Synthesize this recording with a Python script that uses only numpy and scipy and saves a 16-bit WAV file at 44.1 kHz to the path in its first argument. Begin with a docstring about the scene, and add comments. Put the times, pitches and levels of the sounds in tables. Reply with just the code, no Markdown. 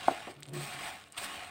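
"""Stirring puffed rice in a pan

Close by in a kitchen, a wooden spatula stirs puffed rice in a metal pan. Three strokes
rub the dry grains together in a crackling rustle. The spatula knocks on the pan, the pan
hums low as the blade drags over it, and loose grains tick down between strokes."""
import sys
import numpy as np
from scipy import signal
from scipy.io import wavfile
from scipy.ndimage import uniform_filter1d

SR = 44100
rng = np.random.default_rng(int(sys.argv[2]) if len(sys.argv) > 2 else 0)


def transcribe(signal):
    """Save signal, clipped to [-1, 1], as a 16-bit WAV file at the path in sys.argv[1]."""
    frames = np.atleast_2d(signal).T
    limited = np.clip(frames, -1, 1)
    pcm = np.round(limited * 32767).astype(np.int16)
    wavfile.write(sys.argv[1], SR, pcm)


N = 66150
T = np.arange(N) / SR
GRAINS_PER_S, GRAIN_SPREAD_DB = 7000, 2.5


def amp(db):
    """Turns decibels into a gain."""
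    return 10 ** (np.asarray(db) / 20)


def unit(x):
    """Scales a signal to an average power of 1."""
    return x / np.sqrt(np.mean(x ** 2) + 1e-20)


def curve(points):
    """Joins (time_s, value) points with straight lines over the whole scene."""
    return np.interp(T, *np.transpose(points))


def add(mix, start_s, sound):
    """Mixes a sound in at the given time."""
    part = mix[max(round(start_s * SR), 0):][:len(sound)]
    part += sound[:len(part)]


def colour(x, points, size=2048):
    """Shapes the tone by (pitch_hz, level_db) points, with no ringing ahead of the sound."""
    hz = abs(np.fft.fftfreq(size, 1 / SR)) + 1
    pitch_hz, level_db = np.transpose(points)
    log_gain = np.log(amp(np.interp(np.log(hz), np.log(pitch_hz), level_db)))
    taps = np.fft.ifft(np.exp(np.conj(signal.hilbert(log_gain)))).real
    return signal.fftconvolve(x, taps[:size // 2])[:len(x)]


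def resonate(x, hz, width_hz):
    """Makes a signal ring around one pitch."""
    pole = np.exp((2j * hz - width_hz) * np.pi / SR)
    return signal.lfilter([1], np.poly([pole, pole]), x).real


def wander(samples):
    """A random drift: noise smoothed twice over this many samples."""
    smooth = uniform_filter1d(rng.standard_normal(N), samples, mode="wrap")
    return unit(uniform_filter1d(smooth, samples, mode="wrap"))


def random_snaps(level_db, per_s, spread_db, reference_db=-44.5):
    """Tiny snaps of even power: per_s a second at reference_db, more at higher levels."""
    chance = np.clip(per_s * amp(level_db - reference_db) / SR, 1e-4, .9)
    size = amp(spread_db * np.minimum(rng.exponential(1, N), 4))
    snaps = size * rng.choice([-1, 1], N) * (rng.random(N) < chance)
    return unit(snaps / np.sqrt(chance))


def kitchen_air():
    """The faint, low hush of the kitchen."""
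    # tone of the hush: pitch_hz, level_db
    tone = [(25,-21),(50,-20),(80,2.5),(130,0),(250,-2.5),(500,-5),(1500,-32),(5000,-33),(16000,-29)]
    return amp(-65) * unit(colour(rng.standard_normal(N), tone, size=8192))


def room_echo(x, fade_s=0.4):
    """The walls of a small kitchen send back a blur of echoes."""
    t = T[:SR // 2]
    tail = rng.standard_normal(len(t)) * amp(-60 * t / fade_s) * (t > .004)
    return signal.fftconvolve(x, tail / np.linalg.norm(tail))[:N]


def pan_hum(full_db=-40):
    """The dragged pan sings its lowest note over a dull rasp; pressing harder adds a second note."""
    # how hard the blade drags on the pan wall: time_s, level_db
    dragging = [(0,-68),(.34,-71),(.375,-53),(.415,-55.5),(.468,-59.5),(.484,-47),(.505,-46),(.53,-43),(.565,-39),(.64,-44),(.69,-58),(.725,-62),(.745,-54),(.85,-63.5),(1.0,-73)]
    # tone of the rasp: pitch_hz, level_db
    rasp_tone = [(90,-20),(200,0),(270,-3),(380,-2),(480,-11.5),(640,-8.5),(900,-16.5),(1800,-47)]
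    # low notes of the whole pan: pitch_hz, level_db, growth_db_per_db, waver_radians
    notes = [(144,1.5,1.03,0.44),(359.6,-2,3.1,0.67)]
    drag_db = curve(dragging) - full_db
    out = amp(-6.5 + 0.97 * drag_db) * unit(colour(rng.standard_normal(N), rasp_tone))
    for hz, db, growth, waver in notes:
        phase = 2 * np.pi * hz * T + waver * wander(samples=900)
        out += amp(db + growth * drag_db) * np.sin(phase)
    return amp(full_db) * out


def blade_scrape():
    """Tiny slips of wood on metal make the pan's middle notes ring."""
    # how hard the blade scrapes the pan floor: time_s, level_db
    scraping = [(0,-54),(.13,-47.5),(.2,-46),(.25,-58),(.35,-68.5),(.52,-69),(.58,-56),(.69,-49.5),(.78,-53),(.89,-44),(.93,-51),(.97,-53.5),(1.01,-70.5),(1.15,-69.5),(1.19,-49),(1.3,-54),(1.39,-48.5),(1.5,-54.5)]
    # notes the scrape wakes: pitch_hz, width_hz, level_db
    notes = [(609.6,47,-14),(731.4,127,3.5),(822,78,-4)]
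    level_db = curve(scraping)
    slips = random_snaps(level_db, GRAINS_PER_S, GRAIN_SPREAD_DB)
    ring = sum(amp(db) * unit(resonate(slips, hz, width)) for hz, width, db in notes)
    return amp(level_db - 0.5) * unit(ring)


def grain_ticks(snap_s=0.00058, rattle_s=0.0088, focus_db=9):
    """Loose grains drop from the blade, each a snap with a tiny rattle."""
    # single grains landing: start_s, peak_db, centre_hz
    landings = [(0.341,-49,4530),(0.3662,-46,3020),(0.4054,-40.5,15000),(0.4249,-37,2400),(.4314,-28,5400),(0.4384,-58,7000),(0.4554,-39,1990),(.4582,-48.5,3500),(.465,-45,8500),(.4788,-49,6000),(.4863,-40.5,3900),(.493,-40,9100),(0.535,-37,7960),(.736,-41,14200),(1.014,-55,3450),(1.04,-41,3170),(1.085,-49,8000),(1.1231,-35.5,8000),(1.130,-43,6000),(1.147,-40.5,2230)]
    # tone all ticks start from: pitch_hz, level_db
    base_tone = [(300,-23),(1200,-1),(2500,3),(4000,4.5),(6500,-7),(8500,8.5),(10000,-5.5),(13000,-11),(16000,-7)]
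    t, out = T[:2048], np.zeros(N)
    fade = np.exp(-t / snap_s) + amp(-22) * np.exp(-t / rattle_s)
    for start_s, peak_db, centre_hz in landings:
        # turned down by focus_db one octave from this tick's centre
        tone = [(hz, db - focus_db * abs(np.log2(hz / centre_hz)) ** 1.19) for hz, db in base_tone]
        snap = colour(rng.standard_normal(len(t)) * fade, tone)
        add(out, start_s, amp(peak_db) * snap / abs(snap).max())
    return out


def blade_scuffs(rise_s=0.0024):
    """The blade shoves the heap against the pan: a soft, low rasp that dies quickly."""
    # shoves of the blade: start_s, level_db, fade_s
    shoves = [(.107,-33.5,0.014),(0.27,-37,0.027),(1.212,-49.5,.03)]
    # tone of a scuff: pitch_hz, level_db
    tone = [(80,-23),(150,-7),(200,-14),(270,-4),(390,-0.5),(540,-6),(780,-5.5),(1100,-11.5),(2000,-49)]
    level = 0
    for start_s, db, fade_s in shoves:
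        age = np.maximum(T - start_s, 0)
        level += amp(db) * np.minimum(age / rise_s, 1) * np.exp(-age / fade_s)
    return level * unit(colour(rng.standard_normal(N), tone))


def blade_crunches():
    """The blade digs into the heap with short, dense bursts of noise."""
    # digs of the blade: middle_s, level_db, half_length_s
    digs = [(0.856,-46.5,0.027),(1.182,-36,0.005),(1.246,-41,0.0032)]
    # tone of a crunch: pitch_hz, level_db
    tone = [(400,-16),(1200,-13),(2500,1),(3600,-2),(6500,-24),(8600,-2.5),(10500,-20),(15500,-18)]
    level = sum(amp(db) * np.exp(-.5 * ((T - middle) / half) ** 2) for middle, db, half in digs)
    return level * unit(colour(rng.standard_normal(N), tone))


def spatula_knocks(band_hz=(150, 1640)):
    """Wood strikes the pan, which the rice muffles; a longer contact gives a duller knock."""
    # hits of the spatula: start_s, strength_db, contact_s
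    hits = [(0.0799,-30,0.0003),(0.0814,-22.5,0.00031),(0.0827,-9,0.00039),(0.0947,-26.5,0.00024)]
    # notes of the struck pan: pitch_hz, level_db, fade_s (time to fall 60 dB)
    notes = [(278,-25.5,0.14),(348,-13,0.029),(540,-45,0.039),(700,-8.5,0.031),(749,-5,0.035),(847,-5,0.022),(1048,-10.5,0.054),(1440,-16,0.049)]
    t, out = T[:SR // 4], np.zeros(N)
    ring = sum(amp(db - 60 * t / fade_s) * np.cos(2 * np.pi * hz * t) for hz, db, fade_s in notes)
    for start_s, db, contact_s in hits:
        push = np.exp(-(2 * (t - contact_s) / contact_s) ** 2)
        add(out, start_s, -amp(db) * signal.fftconvolve(ring, push / push.sum()))
    return signal.sosfilt(signal.butter(2, band_hz, "band", fs=SR, output="sos"), out)


def shifting_heap(x, depth_db=2, patch_hz=273, patch_s=0.042):
    """The heap keeps changing shape, so patches of pitch briefly swell and sink."""
    spectrum = signal.stft(x, nperseg=512, noverlap=384)[2]
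    patches = rng.standard_normal(spectrum.shape)
    for axis, reach in enumerate([patch_hz * 512 / SR, patch_s * SR / 128]):  # blur pitch, then time
        bell = np.exp(-(2 * np.arange(-30, 31) / reach) ** 2)
        patches = signal.fftconvolve(patches, np.expand_dims(bell, 1 - axis), "same")
    gain = unit(amp(depth_db * unit(patches)))
    return signal.istft(spectrum * gain, nperseg=512, noverlap=384)[1][:N]


def rim_ring(snaps, width_hz=21):
    """The pan's thin metal rings as grains hit it."""
    # notes of the rim: pitch_hz, level_db
    notes = [(600,-10),(1103,2.5),(1190,-7),(1495,-9),(1815,-4),(2247,0.5),(2460,2),(2534,0.5),(2725,-2.5),(3136,-7),(3491,-1.5)]
    t = T[:SR // 4]
    ring = sum(amp(db) * np.cos(2 * np.pi * (hz * t + rng.random())) for hz, db in notes)
    ring *= np.exp(-np.pi * width_hz * t)
    return signal.fftconvolve(snaps, ring / np.linalg.norm(ring))[:N]


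def rice_rustle():
    """Grains rub and collide, ring the rim and jog the pan; their brittle skins add a crisp top."""
    # how hard the rice is stirred: time_s, level_db
    effort = [(0.0, -43.5), (0.074, -40.5), (0.082, -40.5), (0.104, -42), (0.228, -48), (0.304, -50),
              (0.342, -59.5), (0.412, -63), (0.43, -71), (0.442, -62), (0.526, -61), (0.538, -49),
              (0.564, -44.5), (0.876, -42), (1.11, -61.5), (1.16, -54), (1.182, -37), (1.206, -43),
              (1.248, -38.5), (1.274, -42.5), (1.448, -46), (1.5, -51)]
    # crackle of the skins, one list per stroke: time_s, level_db
    crisp_strokes = [
        [(0.0, -53), (0.02, -57), (0.086, -51), (0.288, -63), (0.308, -53.5), (0.322, -63), (0.4, -96)],
        [(0.52, -115), (0.536, -45.5), (0.548, -49), (0.624, -43), (0.758, -52), (0.884, -47.5), (1.1, -71.5)],
        [(1.15, -63.5), (1.184, -47), (1.192, -44), (1.248, -40), (1.276, -52.5), (1.334, -50.5), (1.5, -57)],
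    ]
    # tone of the rubbing grains: pitch_hz, level_db
    rub_tone = [(100,-15.5),(280,-4.5),(480,-14),(700,-5.5),(900,-6),(1200,-1.5),(1450,-2.5),(2400,0),(3600,-5.5),(5000,-14),(6500,-18.5),(9000,-17),(16000,-43.5)]
    # tone of the skins: pitch_hz, level_db
    skin_tone = [(2000,-16),(4300,-1.5),(6400,-10),(7600,-5),(8450,5.5),(9400,-9),(11000,-14.5),(12800,-14.5),(15500,-8.5)]
    effort_db = curve(effort)
    crisp_db = curve([point for stroke in crisp_strokes for point in stroke])
    snaps = random_snaps(effort_db, GRAINS_PER_S, GRAIN_SPREAD_DB)
    rubbing = unit(colour(snaps, rub_tone)) * amp(effort_db - 1.5)
    skin_snaps = random_snaps(crisp_db, per_s=4500, spread_db=-1)
    crackle = unit(colour(skin_snaps, skin_tone)) * amp(crisp_db - 1)
    ring = rim_ring(snaps * amp(effort_db - 11))
    jog = resonate(rng.standard_normal(N), hz=75, width_hz=80)
    thump = unit(np.gradient(jog)) * amp(effort_db - 21)
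    rustle = shifting_heap(rubbing + crackle)
    clumps = amp(0.88 * wander(samples=250))  # the level wavers as clumps give way
    return rustle * clumps + ring + thump


def scene():
    """Rice, spatula and pan over the quiet of the kitchen, in one channel."""
    stirring = rice_rustle() + blade_crunches() + blade_scrape() + blade_scuffs() + grain_ticks()
    knocks = spatula_knocks()
    air = kitchen_air()
    hum = pan_hum()
    echo = room_echo(amp(-17) * stirring + amp(-15.5) * knocks)
    return (air + echo + hum + knocks + stirring)[None]


def record(dry):
    """Cuts away the very highest treble."""
    top_hz = 15850
    taps = signal.firwin(401, top_hz, window=("kaiser", 8), fs=SR)
    return signal.oaconvolve(dry, taps[None], "same")


dry = scene()
out = record(dry)
transcribe(out)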